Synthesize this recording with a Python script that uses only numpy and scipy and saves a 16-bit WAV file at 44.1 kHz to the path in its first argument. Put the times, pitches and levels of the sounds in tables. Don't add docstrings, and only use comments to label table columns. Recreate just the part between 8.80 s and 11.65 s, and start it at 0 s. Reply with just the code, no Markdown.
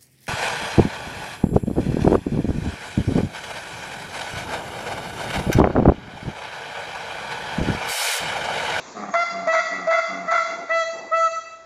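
import sys
import numpy as np
from scipy import signal
from scipy.fft import rfft, irfft
from scipy.io import wavfile
from scipy.ndimage import uniform_filter1d

SR = 44100
rng = np.random.default_rng(int(sys.argv[2]) if len(sys.argv) > 2 else 0)


def undo_db(level):
    steps = np.asarray(level, float) / 20
    return 10 ** steps


def int16_out(signal):
    q = np.round(np.clip(np.atleast_2d(signal).T, -1, 1) * 32767)
    wavfile.write(sys.argv[1], SR, q.astype(np.int16))


N = 125685

# [hz, level_db per Hz]
LEAF_COLOR = [(30, -25), (120, -2), (300, 3.5), (1100, 4), (2400, -4), (4200, -5.5), (6500, -4.5),
              (8000, -5.5)]
# [time_s, level_db]
RUSTLE_LEVEL = [(0, -39.5), (0.101, -39.5), (.3, -44), (1.5, -46.5), (2.6, -50.5), (2.85, -53)]
RUMBLE_DB, RUMBLE_HZ = -68, 130

# [start_s, length_s, pitch_hz, level_db, roughness 0-1]
GRUNTS = [
    (.14, .19, 103.4, -34, .8),
    (0.504, 0.2, 93.96, -37.5, .75),
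    (0.889, 0.2, 92.65, -37.5, .75),
    (1.28, 0.21, 93, -38, .75),
]
# [start_s, length_s, pitch_hz, level_db, roughness 0-1]
GASPS = [
    (1.67, .2, 95, -42, .9),
    (2.12, .185, 97, -43, .97),
]
# [hz, width_hz, level_db]
GRUNT_THROAT = [(200, 110, -8), (300, 126, -7), (438, 200, -11), (715, 190, 0), (1194, 190, -1),
                (1900, 760, -16)]
# [hz, width_hz, level_db]
GASP_THROAT = [(200, 120, -6), (310, 150, -2), (480, 250, -3), (800, 300, 0), (1200, 400, -10)]
# [multiple of pitch, level_db]
CHEST_HUM = [(2, 2), (3, -4), (4, -12)]
GRUNT_EDGE_S, GRUNT_SAG, GRUNT_JITTER = .03, .04, .05

# [hz, seconds to fall 60 dB]
ECHO_T60 = [(200, 0.86), (700, .95), (1300, .8), (2000, .9), (5000, .75)]
# [hz, level_db]
ECHO_GAIN = [(200, -14), (700, -8), (1300, -8), (2000, -5), (5000, 1)]
ECHO_RISE_S, ECHO_GAP_S = 0.034, 0.013
SLOPE_DELAY_S, SLOPE_DB = .19, -21

# [center_s, pitch_hz, length_s, level_db]
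BIRD_TICK = (.325, 6500, .011, -41)

# [start_s, length_s, pitch_hz, level_db, octave_db]
HARSH_HONKS = [
    (.328, .116, 692, -17, -6),
    (.716, .12, 691, -19.5, -7),
    (1.1, .12, 689, -18.5, -6),
    (1.502, .115, 689.4, -17, -3),
]
# [start_s, length_s, pitch_hz, level_db, octave_db]
CLEAR_HONKS = [
    (.662, .155, 654.1, -16, -10),
    (1.062, .16, 659, -20.5, -6),
    (1.464, .19, 661, -24, 0),
    (1.88, .17, 663, -19.5, -9),
    (2.301, .195, 660.1, -22, 4),
]
# [multiple of pitch, level_db]
HARSH_PARTIALS = [(1, 1), (2, 0.5), (3, -1), (4, -20.5), (5, -14.5), (6, -24.5), (7, -17.5), (8, -22.5),
                  (9, -31), (10, -28.5), (11, -35)]
# [multiple of pitch, level_db]
CLEAR_PARTIALS = [(.5, -32), (1, 1), (1.5, -42), (2, 0.5), (2.5, -30.5), (3, -2), (3.5, -35.5), (4, -14),
                  (5, -19), (6, -22), (6.5, -28), (7, -23), (7.5, -34), (8, -28), (8.5, -34), (9, -22),
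                  (9.5, -28), (10, -23), (10.5, -36), (11, -22)]
# [multiple of pitch, level_db]
SIDE_TONES = [(1.64, -17.5), (2.11, -13), (3.11, -16), (3.28, -17)]
# [rise_s, release_s, start pitch share, glide_s, end sag share, fade_db,
# onset roughness 0-1, its decay_s, held roughness 0-1, jitter share, upper partials_db]
HARSH_WAY = (.022, 0.01, .96, 0.03, .035, -8, .92, .022, .1, .008, 0)
STRAINED_WAY = (.022, .025, .95, .008, .03, -8, .97, .03, .2, .009, -1)
HOARSE_WAY = (.018, .03, .86, .007, .025, -7, .5, .018, .09, .0045, -4)
CLEAR_WAY = (.04, .025, .76, .011, 0.06, -8, .65, .02, .03, .0008, 0)
# [hz, width_hz, level_db]
RASP = [(396, 390, -15), (754, 400, -3.5), (1140, 480, 2), (1667, 720, -4), (2133, 530, -4),
        (3430, 650, -15), (4580, 900, -15), (6450, 2200, -18)]
BLOOM_S = .01
OPENING_DB = 9

# [hz, width_hz]
MOTOR_NOTCHES = [(3000, 550), (5200, 310)]
# [hz, level_db]
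CONVERTER_ROLL = [(7100, 1), (7600, -8.5), (7880, -25), (8000, -59), (8120, -36), (8450, -18),
                  (8900, -30.5), (9200, -69.5)]
RATE_HZ, LOW_CUT_HZ = 16000, 30
KNEE_DB, SQUEEZE, RECOVER_DB_PER_S = -24, .25, 60


def read(points, hz):
    f, value = np.transpose(points)
    return np.interp(np.log(hz + 1), np.log(f + 1), value)


def evened(x):
    return x / np.sqrt(np.mean(x ** 2) + 1e-20)


def add(mix, start_s, sound):
    part = mix[round(start_s * SR):][:len(sound)]
    part += sound[:len(part)]


def resonate(x, bands):
    out = 0
    for k, (hz, width_hz, db) in enumerate(bands):
        b, a = signal.iirpeak(hz, hz / width_hz, SR)
        once = signal.lfilter(b, a, x)
        out = out + (-1) ** k * undo_db(db) * signal.lfilter(b, a, once)
    return evened(out)


def wander(n, size):
    smooth = uniform_filter1d(rng.standard_normal(n), size)
    return evened(uniform_filter1d(smooth, size))


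def leaves():
    frames, hz = N // 128 + 5, np.fft.rfftfreq(512, 1 / SR)
    real, imag, patches = rng.standard_normal((frames, 257, 3)).T
    patches = uniform_filter1d(patches, 10, 0)
    patches = evened(uniform_filter1d(patches, 14, 1))
    spectrum = (real + 1j * imag) * undo_db(read(LEAF_COLOR, hz)[:, None] + 1.5 * patches)
    rustle = evened(signal.istft(spectrum, nperseg=512, noverlap=384)[1][:N])
    level_db = np.interp(np.arange(N) / SR, *np.transpose(RUSTLE_LEVEL))
    low_pass = signal.butter(2, RUMBLE_HZ, fs=SR, output="sos")
    rumble = signal.sosfilt(low_pass, rng.standard_normal(N))
    return rustle * undo_db(level_db) + undo_db(RUMBLE_DB) * evened(rumble)


def grunt(start_s, length_s, pitch_hz, db, rough, throat):
    n = int(.3 * SR)
    t = np.arange(n) / SR
    sagging_hz = pitch_hz * (1 + GRUNT_SAG * (1 - 2 * t / length_s))
    turns = np.cumsum(sagging_hz * (1 + GRUNT_JITTER * rough * wander(n, size=300))) / SR
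    pulses = sum(np.cos(2 * np.pi * k * turns) for k in range(1, 24))
    puffs = rng.standard_normal(n) * (.8 + np.exp(-(turns % 1) / .4))
    shape = np.clip(np.minimum(t, length_s - t) / GRUNT_EDGE_S, 0, 1)
    shape = shape * undo_db(2.1 * wander(n, size=500))
    steady = np.cumsum(sagging_hz * (1 + .01 * wander(n, size=900))) / SR
    hum = sum(undo_db(d) * 2 * np.cos(2 * np.pi * k * steady) for k, d in CHEST_HUM)
    voice = resonate((1 - rough) * evened(pulses) + rough * evened(puffs), throat)
    return start_s, undo_db(db) * shape * ((1 - rough) * hum + voice)


def forest_echo(x):
    hz, t, noise = signal.stft(rng.standard_normal(int(1.5 * SR)), SR, nperseg=256)
    decay = undo_db(-60 * t / read(ECHO_T60, hz)[:, None])
    build = 1 - np.exp(-np.maximum(t - ECHO_GAP_S, 0) / ECHO_RISE_S)
    shape = decay * build
    shape *= undo_db(read(ECHO_GAIN, hz)[:, None]) / np.linalg.norm(shape, axis=1, keepdims=True)
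    tail = signal.istft(noise * shape, SR, nperseg=256)[1] / np.sqrt(128)
    return signal.fftconvolve(x, tail)[:N]


def bird():
    center_s, pitch_hz, length_s, db = BIRD_TICK
    t = np.arange(N) / SR - center_s
    return undo_db(db) * np.exp(-(t / length_s) ** 2) * np.sin(2 * np.pi * pitch_hz * t)


def honk(row, partials, way):
    start_s, length_s, pitch_hz, db, octave_db = row
    rise_s, release_s, share, glide_s, sag, fade_db, rough_start, calm_s, rough, jitter, top_db = way
    n = int(.3 * SR)
    t = np.arange(n) / SR
    glide = (1 - share) * np.exp(-t / glide_s)
    end_sag = sag * np.exp(np.minimum(t - length_s, 0) / .015)
    bend = 1 - glide - end_sag
    shake = rough + (rough_start - rough) * np.exp(-t / calm_s)
    turns = np.cumsum(pitch_hz * bend * (1 + jitter * wander(n, size=150))) / SR
    tone = np.zeros(n)
    for k, d in partials:
        opening_db = OPENING_DB * t / length_s * (1 < k < 2.2)
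        level_db = d + octave_db * (k == 2) + opening_db + top_db * (k > 3.4)
        level_db = level_db + 2.4 * wander(n, size=1300)
        bloom = np.clip(t / (k * BLOOM_S), 0, 1) ** 2
        tone += undo_db(level_db) * bloom * -np.cos(2 * np.pi * k * turns)
    bursts = rng.standard_normal(n) * (.3 + np.exp(-(turns % 1) / 0.23))
    rasp = resonate(bursts * undo_db(4 * wander(n, size=120)), RASP)
    edges = np.clip(np.minimum(t / rise_s, (length_s - t) / release_s), 0, 1)
    shape = np.sin(np.pi / 2 * edges) ** 2
    voice = np.sqrt(2) * (1 - shake) * tone + shake * rasp
    return start_s, undo_db(db + fade_db * t / length_s) * shape * voice


def far_slope(honks):
    answer = np.zeros(N)
    add(answer, SLOPE_DELAY_S, undo_db(SLOPE_DB) * honks)
    return answer


def scene():
    harsh, clear = np.zeros(N), np.zeros(N)
    add(harsh, *honk(HARSH_HONKS[0], HARSH_PARTIALS, HARSH_WAY))
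    for row in HARSH_HONKS[1:]:
        add(harsh, *honk(row, HARSH_PARTIALS + SIDE_TONES, STRAINED_WAY))
    for row in CLEAR_HONKS[:3]:
        add(clear, *honk(row, CLEAR_PARTIALS, HOARSE_WAY))
    for row in CLEAR_HONKS[3:]:
        add(clear, *honk(row, CLEAR_PARTIALS, CLEAR_WAY))
    answer = far_slope(harsh + clear)
    for row in GRUNTS:
        add(harsh, *grunt(*row, GRUNT_THROAT))
    for row in GASPS:
        add(clear, *grunt(*row, GASP_THROAT))
    harsh += bird()
    echoes = forest_echo(harsh) + forest_echo(clear)
    return (harsh + clear + answer + echoes + leaves())[None]


def top_cut(x):
    return signal.sosfilt(signal.butter(12, 9070, fs=SR, output="sos"), x)


def record(dry):
    power_db = 10 * np.log10(abs(uniform_filter1d(dry[0] ** 2, size=400)) + 1e-12)
    fall_db = np.arange(N) * RECOVER_DB_PER_S / SR
    held_db = np.maximum.accumulate(power_db + fall_db) - fall_db
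    over_db = np.maximum(held_db - KNEE_DB, 0)
    leveled = dry / undo_db(SQUEEZE * uniform_filter1d(over_db, size=300))
    hz = np.fft.rfftfreq(N, 1 / SR)
    gain = (hz < RATE_HZ / 2) * hz ** 2 / (hz ** 2 + LOW_CUT_HZ ** 2)
    for notch_hz, width_hz in MOTOR_NOTCHES:
        gap = hz ** 2 - notch_hz ** 2
        gain = gain * gap / (gap - 1j * hz * width_hz)
    x = irfft(rfft(leveled) * gain, N)
    x = x * (1 + 2 * np.cos(2 * np.pi * RATE_HZ * np.arange(N) / SR))
    x = irfft(rfft(x) * undo_db(read(CONVERTER_ROLL, hz)) * (hz < 9250), N)
    return top_cut(x)


dry = scene()
out = record(dry)
int16_out(out)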